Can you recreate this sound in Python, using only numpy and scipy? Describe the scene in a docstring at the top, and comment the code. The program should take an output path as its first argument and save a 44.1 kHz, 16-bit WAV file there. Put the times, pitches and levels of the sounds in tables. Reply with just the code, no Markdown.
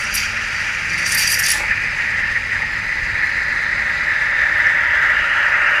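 """At first the tip of a steam wand breaks the surface of milk in a steel pitcher and spits bright, whistling hiss.
From about 1.5 s large bubbles gulp, fine spray decays and the milk closes over the tip; a squeak is heard.
The submerged jet roars throughout: collapsing bubbles ring the wall, and late on thick foam deepens the colour.
Two dull knocks fall near 3 s; faint ticks and squeaks come from 4.5 s on. Filtered noise makes a low rumble below,
with a wavering sine as mains hum and, until about 4 s, low gliding sines, perhaps traffic."""
import sys
import numpy as np
from scipy import signal
from scipy.fft import rfft, irfft
from scipy.io import wavfile
from scipy.ndimage import uniform_filter1d

SR = 44100
rng = np.random.default_rng(int(sys.argv[2]) if len(sys.argv) > 2 else 0)


def put_to_file(sound):
    """Save the sound as 16-bit audio at rate SR, in the file named by the first command-line argument."""
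    columns = np.atleast_2d(sound).T  # one column per channel
    safe = np.clip(columns, -1, 1)
    whole_steps = np.round(safe * 32767)
    wavfile.write(sys.argv[1], SR, whole_steps.astype(np.int16))


N = 255780
T = np.arange(N) / SR  # time in s


def amp(db):
    """Level law: 20 dB is a factor of ten in amplitude."""
    return 10 ** (np.asarray(db) / 20)


def evened(x):
    """Normalisation to an rms of 1."""
    return x / np.sqrt(np.mean(x ** 2) + 1e-20)


def add(mix, s, sound):
    """Superposition: adds a sound to the mix from time s."""
    part = mix[round(s * SR):][:len(sound)]
    part += sound[:len(part)]


def curves(rows):
    """Linear interpolation of each column over time."""
    s, *columns = np.transpose(rows)
    return [np.interp(T, s, c) for c in columns]


def wander(top_hz):
    """Low-pass noise: random drift of rms 1 with little change faster than about top_hz."""
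    hz = np.fft.rfftfreq(N, 1 / SR)
    drift = rfft(rng.standard_normal(N)) * np.exp(-(hz / top_hz) ** 2)
    return evened(irfft(drift, N))


# rings of the pitcher wall [f/Hz, width/Hz, lift/dB before the ring factor]
WALL = [(1270, 30, 1), (1398, 26, -0.5), (1450, 15, 3.5), (1530, 16, 0.5), (1780, 50, 1.5), (1643, 46, 3.5),
        (1730, 150, 1.5), (1934, 26, 2.5), (2970, 200, 0.5), (3765, 76, 8), (4720, 150, 3.5),
        (5320, 120, 8.5), (5630, 270, 6), (6280, 130, 4), (6820, 96, 9), (7240, 130, 2.5), (8210, 99, 3.5),
        (9640, 120, 4), (10300, 300, 0.5), (13100, 600, 2)]


def coloured(x, spectrum, above_hz=0, below_hz=SR, ring=1):
    """Linear filtering: a spectrum lifted at the wall's resonances, kept between two soft edges."""
    hz = np.fft.rfftfreq(N, 1 / SR)
    f, db = np.transpose(spectrum)
    db = np.interp(np.log(hz + 1), np.log(f + 1), db, -100, -100)
    db += ring * sum(lift / (1 + (2 * (hz - at) / width) ** 2) for at, width, lift in WALL)
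    gain = amp(db)
    if above_hz or below_hz < SR:
        gain = gain * (1 + np.tanh((hz - above_hz) / 500)) * (1 + np.tanh((below_hz - hz) / 500))
    return evened(irfft(rfft(x) * gain, N))


def resonate(x, hz, width):
    """Heterodyne resonance: shifts the curve hz to zero, smooths by a double pole and shifts back."""
    turn = np.exp(2j * np.pi * np.cumsum(hz) / SR)
    r = np.exp(-np.pi * width / SR)
    smooth = signal.lfilter([1], [1, -2 * r, r * r], x / turn)
    return evened((turn * smooth).real)


def blotchy(x, patchy_db, bins=5, frames=12):
    """Time-frequency modulation: random patches, by default about 860 Hz wide and 17 ms long."""
    z = signal.stft(x, nperseg=256, noverlap=192)[2]
    patches = uniform_filter1d(rng.standard_normal(z.shape), size=bins, axis=0)
    patches = uniform_filter1d(patches, size=frames, axis=1)
    patched = z * amp(patchy_db * evened(patches))
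    return evened(signal.istft(patched, nperseg=256, noverlap=192)[1][:N])


def bubbles(per_s, spread_db, flutter_db, flutter_hz):
    """Shot noise: bubble collapses of uneven size in a dense random train that flutters."""
    size = amp(spread_db * np.minimum(rng.exponential(1, N), 4)) * rng.standard_normal(N)
    happens = rng.random(N) < per_s / SR
    return size * happens * amp(flutter_db * wander(flutter_hz))


def room(x, t60):
    """Diffuse reverberation: a short decaying tail of energy 1 from the hard counter and walls."""
    t = np.arange(SR // 2) / SR
    tail = rng.standard_normal(len(t)) * amp(-60 * t / t60) * (t > .004)
    return signal.fftconvolve(x, tail / np.linalg.norm(tail))[:N]


def tones(rows, waver_db, waver_hz, fuzz):
    """Frequency modulation: gliding sines fade in and out and waver in strength and pitch."""
    out = np.zeros(N)
    for start, end, first_hz, last_hz, db in rows:
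        way = np.clip((T - start) / (end - start), 0, 1)
        hz = (first_hz + (last_hz - first_hz) * way) * (1 + fuzz * wander(waver_hz))
        fade = 1.2 * np.sqrt(abs(np.sin(np.pi * way))) * (0 < way) * (way < 1)
        level = amp(db + waver_db * wander(waver_hz))
        out += fade * level * np.sin(2 * np.pi * np.cumsum(hz) / SR)
    return out


# colour of the rumble [f/Hz, relative level/dB per Hz]
RUMBLE = [(8.8, -26), (15, -8), (38, 2), (70, 1), (91, -3), (125, -6), (152, -3), (185, -9), (231, -10),
          (265, -13), (327, -25.5), (360, -17.5), (420, -17), (550, -15), (920, -120)]
# strength of the rumble [t/s, level/dB]
RUMBLE_LEVEL = [(0, -37.5), (1.0, -37), (1.7, -36.5), (2.3, -36.5), (3.05, -37), (3.7, -37), (4.1, -38),
                (5.8, -41)]


def rumble():
    """Broadband noise: low rumble of machines and street."""
    level = amp(curves(RUMBLE_LEVEL)[0] + 0.49 * wander(8.7))
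    return level * coloured(rng.standard_normal(N), RUMBLE, ring=0)


# strength of the mains hum [t/s, rms level/dB before wavering]
HUM_LEVEL = [(0, -46.5), (1.2, -42.5), (3.5, -48.5), (4.1, -50), (5.8, -51.5)]
HUM_HZ = 99


def hum():
    """Periodic excitation: the hum of the mains as one sine, wavering in level and phase."""
    level = np.sqrt(2) * amp(curves(HUM_LEVEL)[0] + 2.5 * wander(2.2))
    return level * np.sin(2 * np.pi * HUM_HZ * T + .3 * wander(2.2))


# low tones that creep upward [start t/s, end t/s, first f/Hz, last f/Hz, level/dB]
ENGINE = [(0, .6, 140, 158, -52), (.68, 1.42, 161, 184, -40.5), (.8, 1.35, 224, 232, -47),
          (1.5, 1.85, 178, 190, -49), (1.9, 2.7, 194, 202, -51), (0, .55, 217, 226, -43),
          (1.6, 3.2, 233, 248, -52), (.8, 1.15, 325, 340, -49), (2.8, 3.9, 315, 345, -54),
          (3.4, 4.1, 218, 229, -49)]


def cafe():
    """Superposition of the background: rumble, hum and low gliding tones."""
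    return rumble() + hum() + tones(ENGINE, 0.83, 4.5, fuzz=0.00438)


# faint squeaks [start t/s, end t/s, first f/Hz, last f/Hz, level/dB]
SQUEAKS = [(1.488, 1.518, 3850, 3600, -34), (5.47, 5.505, 4800, 4950, -43),
           (4.775, 4.795, 14100, 15100, -68), (4.8, 4.818, 14200, 14800, -69),
           (4.8, 4.835, 13700, 14700, -68), (4.808, 4.842, 12800, 13600, -66),
           (4.86, 4.93, 12800, 12600, -71), (4.93, 4.965, 14600, 14300, -70),
           (4.95, 4.99, 13200, 12000, -65), (4.975, 4.99, 14700, 14200, -68),
           (4.982, 5.075, 12300, 11050, -63), (4.97, 5.04, 15200, 14150, -62),
           (5.03, 5.055, 14650, 13850, -62), (5.045, 5.098, 14300, 12700, -63)]


def squeaks():
    """Narrow-band sound: short gliding sines whose level and pitch waver fast."""
    return tones(SQUEAKS, 4.1, 120, fuzz=0.0045)


# dull knocks through the counter [t/s, level/dB, f/Hz]
THUMPS = [(3.029, -18.5, 47.5), (3.128, -24, 63)]


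def thumps():
    """Damped oscillation: each knock is a low sine under a quick swell and decay."""
    out, u = np.zeros(N), np.arange(1800) / SR
    for s, db, hz in THUMPS:
        swell = u / 0.011 * np.exp(1 - u / 0.0082)
        taper = np.cos(np.pi * u / u[-1] / 2)
        add(out, s, amp(db) * swell * np.sin(2 * np.pi * hz * u) * taper)
    return out


# tiny droplets bursting [t/s, level/dB]
TICKS = [(4.5827, -34), (4.6134, -44)]


def ticks():
    """Impulsive radiation: each droplet is decaying noise without its lows and extreme highs."""
    out, u = np.zeros(N), np.arange(1800) / SR
    for s, db in TICKS:
        noise = np.convolve(rng.standard_normal(len(u)), [.6, 0, -.6], "same")
        add(out, s, amp(db) * np.exp(-u / .0012) * noise)
    return out


# large bubbles gulping under the surface [t/s, level/dB, f/Hz]
GULPS = [(1.555, -26, 843), (1.586, -34, 800), (1.602, -24, 834), (1.634, -27, 824), (1.664, -36, 890),
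         (2.599, -30, 890), (2.63, -28.5, 860)]
# partials of a gulp [multiple of its pitch, level/dB]
GULP_RINGS = [(.62, -5.5), (1.0, 1), (1.4, -3.5)]
GULP_BLURT_DB = -9  # wet noise around the rings


def gulps():
    """Bubble resonance: big bubbles ring briefly with rising pitch."""
    out, u = np.zeros(N), np.arange(1800) / SR
    for s, db, hz in GULPS:
        ring = sum(amp(lift_db) * np.sin(2 * np.pi * k * hz * u * (1 + 1.6 * u)) for k, lift_db in GULP_RINGS)
        ring += amp(GULP_BLURT_DB) * resonate(rng.standard_normal(len(u)), hz + 0 * u, 700)
        add(out, s, amp(db) * u / 0.005 * np.exp(1 - u / 0.004) * ring)
    return out


# steam escaping at the surface [t/s, level/dB]
LEAK = [(0, -33.5), (.1, -40), (.13, -39), (.22, -35.5), (.33, -42.5), (.6, -40), (.8, -43), (.97, -41.5),
        (1.098, -30), (1.16, -34), (1.228, -28), (1.262, -27), (1.306, -28), (1.37, -29.5), (1.415, -42),
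        (1.45, -31), (1.525, -34), (1.56, -38), (1.75, -66), (1.9, -90)]
LEAK_BRIGHT_DB, LEAK_BRIGHT_PER_DB, LEAK_SIZZLE_DB = -12, 0.5, -9  # louder steam is brighter
# spits as the tip tears open the surface
# [t/s, level/dB, length/s, brightness/dB, sizzle above about 10 kHz/dB]
SPITS = [(0.005, -45, 0.015, 9, -8), (0.033, -40, 0.012, 13, -17), (0.11, -40, 0.014, -18, -8),
         (.127, -38, 0.0091, -5, -4), (.139, -21.5, .011, -2, 4.5), (0.151, -16.5, 0.0096, 6, -3),
         (0.169, -29.5, 0.018, -18.5, -5), (0.2, -33, .0091, -21, -5), (0.214, -39, 0.024, -21, -10),
         (0.232, -39, 0.014, -16, -8), (0.25, -43, 0.016, -23, -8), (0.277, -47, 0.01, -20, -8),
         (0.308, -46, 0.012, -15, -8), (0.895, -44, .014, -14, -11), (0.929, -38, .014, -6, -14),
         (0.973, -36, 0.024, 3, -9), (1.02, -41, 0.014, -6, -12), (1.0575, -25, 0.016, -7, -16),
         (1.07, -27, 0.013, 5, -6), (1.084, -30, 0.019, 7, -7), (1.112, -19.5, 0.021, -1, -6),
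         (1.145, -17.5, 0.0089, 8, -2), (1.172, -19, 0.02, 2, -3), (1.189, -23, 0.024, 0, -2),
         (1.22, -21, 0.012, 2, -4), (1.229, -25, 0.016, -8, 0), (1.27, -16.5, 0.011, -2, -7),
         (1.285, -24, 0.016, 0, -3), (1.3, -24.5, 0.011, 2, -6), (1.312, -22.5, 0.016, 13, 0),
         (1.33, -26, 0.01, 0, -1), (1.339, -20.5, 0.01, -6, 3), (1.39, -18, 0.013, 2, -0.5),
         (1.424, -25, .0086, 9, -9), (1.435, -21, 0.012, -6, -2), (1.451, -24, 0.0096, 2, -3),
         (1.463, -15, 0.0076, -3, -8), (1.478, -21, 0.014, 3, -2), (1.497, -16, 0.014, 6, -11),
         (1.514, -14.5, 0.01, 2, -5), (5.475, -45, 0.028, -12, -8)]


def spits():
    """Amplitude envelopes: strength of the escaping steam in its dull, bright and sizzling part."""
    leak_db = curves(LEAK)[0]
    lit_db = leak_db + LEAK_BRIGHT_DB + LEAK_BRIGHT_PER_DB * (leak_db + 26.0)
    dull, bright, sizzle = amp(leak_db), amp(lit_db), amp(lit_db + LEAK_SIZZLE_DB)
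    for s, db, length, bright_db, sizzle_db in SPITS:
        u = np.arange(round(3 * length * SR)) / SR
        opening = np.tanh((u / (0.005 + 0.73 * length)) ** 1.28)  # the surface tears open
        shape = opening / (1 + (u / (length + 0.0014)) ** 6.3)  # and is sealed by milk
        add(dull, s - .003, amp(db - bright_db / 2) * shape)
        add(bright, s - .003, amp(db + bright_db / 2 - 2.0) * shape)
        add(sizzle, s - .003, amp(db + bright_db / 2 + sizzle_db) * shape)
    return dull, bright, sizzle


# colour of the spray [f/Hz, relative level/dB per Hz]
SPRAY = [(2000, -30), (3200, 0), (5000, -3), (7500, -3), (10000, -13), (15600, -24)]
SPRAY_S, SPRAY_DB, SPRAY_T60 = 1.525, -25, 0.33  # start in s, level, time in s to fall by 60 dB


def spray():
    """Exponential decay: fine spray falls back as the tip sinks."""
    after = np.maximum(T - SPRAY_S, 0)
    level = amp(SPRAY_DB - 60 * after / SPRAY_T60 + 1.7 * wander(60))
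    return np.tanh(after / 0.0054) * level * coloured(bubbles(12000, 2.5, 1.5, 80), SPRAY, ring=0)


# colour of the hiss [f/Hz, relative level/dB per Hz]
HISS = [(2290, -45), (3900, -26), (4400, -11), (4700, 0), (5150, -6), (5500, -3.5), (5820, 5.5), (6200, -2),
        (6700, -5.5), (7460, -13), (8300, -9.5), (8900, -10), (9630, -7.5), (10200, -11), (10700, -17),
        (11250, -12), (11800, -18), (12400, -12), (12950, -17), (13600, -16), (14300, -19), (15600, -34)]
# rough whistle of the gap at the tip as it opens [t/s, f/Hz, level/dB against the dull hiss]
WHISTLE = [(0, 4600, -2), (.05, 4720, -8), (.12, 4740, -0.5), (.25, 4700, -3), (.32, 4750, -8),
           (.44, 4750, -12), (.56, 4640, 3.5), (.68, 4780, -12), (.86, 4780, -14), (.91, 4740, 0),
           (1.06, 4650, 0), (1.12, 4760, -7), (1.18, 4640, 2), (1.25, 4700, -5), (1.34, 4720, -0.5),
           (1.38, 4680, -6), (1.44, 4680, 1), (1.49, 4640, -3), (1.53, 4680, -4), (1.6, 4720, -14)]
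# shrill upper band of the whistle [t/s, f/Hz]
SHRILL = [(.03, 9450), (.14, 9500), (.16, 9950), (.95, 9800), (1.05, 9000), (1.1, 9300), (1.15, 9700),
          (1.26, 9500), (1.35, 9800), (1.4, 9300), (1.43, 9750), (1.46, 9400), (1.5, 10300), (1.53, 9950)]


def surface(dull, bright, sizzle):
    """Turbulence noise: leaking steam and sharp spits share one sputtering hiss in three parts."""
    sputter = amp(1.3 * wander(170))
    hiss = dull * blotchy(coloured(bubbles(16000, 0.29, 1.7, 110), HISS, below_hz=7800), patchy_db=1.6)
    whistle_hz, whistle_db = curves(WHISTLE)
    waver = 1 + .008 * wander(30)  # shared by both whistling bands
    whistle = resonate(bubbles(12000, 1.5, 1.2, 90), whistle_hz * waver, 290)
    hiss += dull * amp(whistle_db + 1.5 * wander(45)) * whistle
    treble = bright * coloured(bubbles(18000, 4.7, 0.97, 120), HISS, 7030, 11900)
    treble += amp(-2.5) * bright * resonate(rng.standard_normal(N), curves(SHRILL)[0] * waver, 800)
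    treble += sizzle * coloured(bubbles(20000, 3.3, 0.87, 120), HISS, above_hz=10260)
    torn = blotchy(treble, 2.4, bins=8, frames=7) * np.std(treble)
    hiss = sputter * (hiss + torn) + spray()
    return hiss + amp(-8.0) * room(hiss, 0.27)


# thickening of the milk [t/s, share of thick foam 0-1]
FOAM = [(0, 0.26), (2.6, 0.01), (4.0, 0.25), (5.0, 0.68), (5.3, 0.82), (5.8, 1)]


def foaming(x, thin, thick):
    """Crossfade: the colour moves between that of thin milk and that of thick foam."""
    foam = np.clip(curves(FOAM)[0], 0, 1)
    return (1 - foam) * coloured(x, thin) + foam * coloured(x, thick)


# depth of the tip [t/s, nearness to the surface 0-1]
SHALLOW = [(0, 0.95), (1.55, 0.9), (1.8, 0.47), (3.0, 0.06), (3.6, 0), (5.8, 0)]
# regions around the roar
# [name: level in thin milk/dB, gain with a shallow tip/dB, gain in thick foam/dB]
REGIONS = dict(deep=(-37.5, 2.7, 17.7), churn=(-40, -1.25, 5.1), fizz=(-41, 2.4, -2.9), fine=(-46.5, 4, .5),
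           air=(-66, 0, 4))


def region_level(name):
    """Loading of the source: tip depth and foam set the level of a region."""
    db, up_db, foam_db = REGIONS[name]
    return amp(db + curves(SHALLOW)[0] * up_db + curves(FOAM)[0] * foam_db)


# core of the submerged jet [t/s, level/dB]
JET = [(0, -22), (.1, -27.5), (.25, -27.5), (.4, -26.5), (.85, -25), (1.0, -21), (1.25, -20.5), (1.35, -22),
       (1.42, -19.5), (1.62, -25), (1.82, -23), (1.95, -22), (2.2, -19.5), (2.48, -25), (2.9, -21.5),
       (3.05, -22.5), (3.2, -19), (3.45, -20.5), (3.65, -18), (3.95, -20.5), (4.45, -16), (4.75, -15.5),
       (5.1, -15.5), (5.35, -17.5), (5.6, -16.5), (5.8, -16.5)]
# brief surges (+) and chokes (-) of the jet [t/s, level/dB]
SURGES = [(1.71, 7.5), (2.371, 7.5), (2.527, 6.5), (2.56, 8.5), (2.6, -3), (2.62, 3.5), (4.09, 6.5),
          (4.22, 2), (4.62, -4), (4.67, 4), (4.94, -4), (4.952, -1)]
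SURGE_S, PUFF_DB, PUFF_HZ = 0.014, .5, 29.8  # half length of a surge; depth and speed of random puffing
# colour of the core in thin milk and in thick foam [f/Hz, relative level/dB per Hz]
ROAR = [(850, -43.5), (1450, -13), (1530, -15), (1720, -3), (1840, 0.5), (1960, 0.5), (2200, -7),
        (2300, -18), (2990, -28.5), (5060, -120)]
ROAR_FOAM = [(850, -34), (1450, -10), (1540, -7), (1760, 1.5), (1840, 2.5), (1990, -0.5), (2160, -7),
             (2300, -8.5), (2990, -41), (5060, -120)]
# colour below the core [f/Hz, relative level/dB per Hz]
DEEP = [(620, -66), (1050, -21), (1110, -18.5), (1340, -3), (1540, -3), (1700, -9.5), (2210, -62),
        (3740, -120)]


def core():
    """Cavitation noise: collapsing bubbles give the core of the roar and a deeper band."""
    surges_db = sum(db * np.exp(-((T - s) / SURGE_S) ** 2) for s, db in SURGES)
    core_db = curves(JET)[0] + PUFF_DB * wander(PUFF_HZ) + surges_db
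    roar = amp(core_db) * foaming(bubbles(12000, 0.83, 1.0, 39), ROAR, ROAR_FOAM)
    return roar + region_level("deep") * coloured(bubbles(9000, 0.41, 0.94, 40), DEEP)


# colour of the churning in thin milk and in thick foam [f/Hz, relative level/dB per Hz]
CHURN = [(190, -46), (330, -4.5), (355, -21), (443, -13.5), (477, -8.5), (613, -5), (689, -11), (856, -0.5),
         (989, -4.5), (1250, -3.5), (1620, -46), (2750, -120)]
CHURN_FOAM = [(190, -34), (330, -16), (392, -19.5), (456, -14.5), (609, -3), (700, -13.5), (951, -2),
              (1110, -16.5), (1250, -7), (1620, -42), (2750, -120)]
SPLASH_S, SPLASH_DB, SPLASH_LENGTH_S = 1.6, 7, 0.057  # the milk closes over the tip
CHURN_PER_JET_DB = 0.3455  # a stronger jet churns the milk harder


def churning():
    """Momentum transfer: the jet stirs a low bubbling that swells once in a splash."""
    splash = amp(SPLASH_DB * np.exp(-((T - SPLASH_S) / SPLASH_LENGTH_S) ** 2))
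    drive = amp(CHURN_PER_JET_DB * (curves(JET)[0] + 23.0))
    return region_level("churn") * splash * drive * foaming(bubbles(3500, 0.63, 0.43, 25), CHURN, CHURN_FOAM)


# upper flank of the roar [t/s, bright shoulder level/dB, upper edge level/dB]
FLANK = [(0, -27.5, -33.5), (.1, -30, -32.5), (.19, -22, -31), (.32, -28.5, -35.5), (.75, -27.5, -34.5),
         (1.1, -25.5, -44), (1.4, -28, -32), (1.75, -24, -45.5), (2.2, -30, -37), (3.0, -31.5, -44),
         (3.65, -33.5, -47), (4.2, -33, -40), (4.55, -32, -40), (4.66, -34, -34), (4.78, -32.5, -40),
         (4.9, -34, -32.5), (5.08, -39, -38), (5.15, -31, -31.5), (5.4, -32, -32.5), (5.55, -29, -36),
         (5.8, -27, -36)]
# colours of shoulder and edge [f/Hz, relative level/dB per Hz]
BRIGHT = [(1210, -69), (2050, 6.5), (2120, 2), (2300, 10.5), (2420, 10), (2750, -1), (3580, -37),
          (6050, -120)]
EDGE = [(1440, -57), (2450, -8), (2600, 4.5), (2770, 3.5), (2880, 1.5), (2960, -2.5), (3080, -3.5),
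        (3340, -7), (3500, -35), (4550, -45), (7700, -120)]
SPILL_EDGE_DB = -6  # share of the escaping steam


def flank(spill):
    """Spectral roll-off: a bright shoulder and an upper edge, which escaping steam also stirs."""
    bright_db, edge_db = curves(FLANK)
    shoulder = amp(bright_db) * coloured(bubbles(12000, 3.7, 0.75, 32), BRIGHT)
    edge_level = np.hypot(amp(edge_db), amp(SPILL_EDGE_DB) * spill)
    return shoulder + edge_level * coloured(bubbles(12000, 4.0, 1.0, 37), EDGE)


# air space above the milk [t/s, f/Hz, level/dB]
HOLLOW = [(0, 4070, -75), (1.8, 3900, -57), (2.6, 3900, -52), (3.3, 4160, -43), (4.0, 3870, -41.5),
          (4.5, 3690, -42.5), (4.9, 3320, -40.5), (5.3, 4000, -45), (5.8, 3670, -48)]
# a second band that opens in thick foam [t/s, f/Hz, level/dB]
UPPER_BAND = [(0, 2830, -80), (4.9, 2850, -60), (5.05, 2930, -42), (5.2, 2840, -35), (5.4, 2830, -34),
              (5.5, 2700, -36), (5.6, 2680, -29), (5.8, 2800, -31)]


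def hollows():
    """Cavity resonance: bubble noise excites two moving bands."""
    upper_hz, upper_db = curves(UPPER_BAND)
    hollow_hz, hollow_db = curves(HOLLOW)
    upper = amp(upper_db) * resonate(bubbles(10000, 1.7, 1.4, 35), upper_hz, 260)
    return upper + amp(hollow_db) * resonate(bubbles(11000, 0.92, 0.9, 40), hollow_hz, 820)


# colour of the fizz [f/Hz, relative level/dB per Hz]
FIZZ = [(1940, -24), (3300, -2.5), (4510, -2), (4940, 3.5), (5510, -14), (6270, -5.5), (6740, -16.5),
        (7330, -11), (8400, -19), (10100, -19), (15600, -44)]
# smooth top of the hiss [f/Hz, relative level/dB per Hz]
AIR = [(9000, -18), (11500, -1), (13000, -1), (15600, -2)]
SPILL_FIZZ_DB, SPILL_FINE_DB = -8, -9  # shares of the escaping steam


def fizzing(spill):
    """Shot noise in the treble: patchy coarse and fine fizz, stirred by escaping steam, under smooth air."""
    fizz_level = np.hypot(region_level("fizz"), amp(SPILL_FIZZ_DB + 1.9 * wander(19)) * spill)
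    fizz = coloured(bubbles(15000, 0.65, 0.55, 60), FIZZ, below_hz=5630, ring=0.57)
    fine_level = np.hypot(region_level("fine"), amp(SPILL_FINE_DB) * spill)
    fine = coloured(bubbles(15000, 0.96, 0.93, 30), FIZZ, above_hz=5220)
    air = region_level("air") * coloured(rng.standard_normal(N), AIR, ring=0)
    return fizz_level * blotchy(fizz, patchy_db=0.96) + fine_level * blotchy(fine, patchy_db=0.8) + air


SPILL_S = .03  # smoothing time of the escaping steam


def jet(escape):
    """Forced resonance: bubble collapses ring the pitcher; each region flutters partly on its own."""
    spill = np.sqrt(abs(uniform_filter1d(escape ** 2, round(SPILL_S * SR))))
    gust = amp(.5 * wander(22))  # the jet wobbles and all regions follow
    roar = gust * (core() + churning() + flank(spill) + hollows() + fizzing(spill))
    return roar + amp(-10) * room(roar, 0.14)


def scene():
    """Superposition of all sources, from the background to the jet."""
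    dull, bright, sizzle = spits()
    small_sounds = squeaks() + thumps() + ticks() + gulps()
    mix = cafe() + small_sounds + surface(dull, bright, sizzle) + jet(dull)
    return mix[None]


EDGE_HZ = 15740  # upper band limit


def record(dry):
    """Saturation and band limiting: the loudest peaks are softly rounded, then low-passed."""
    rounded = 1.1 * np.tanh(dry / 1.1)
    lowpass = signal.firwin(1023, EDGE_HZ, window=("kaiser", 10), fs=SR)
    return signal.oaconvolve(rounded, lowpass[None], "same")


dry = scene()
out = record(dry)
put_to_file(out)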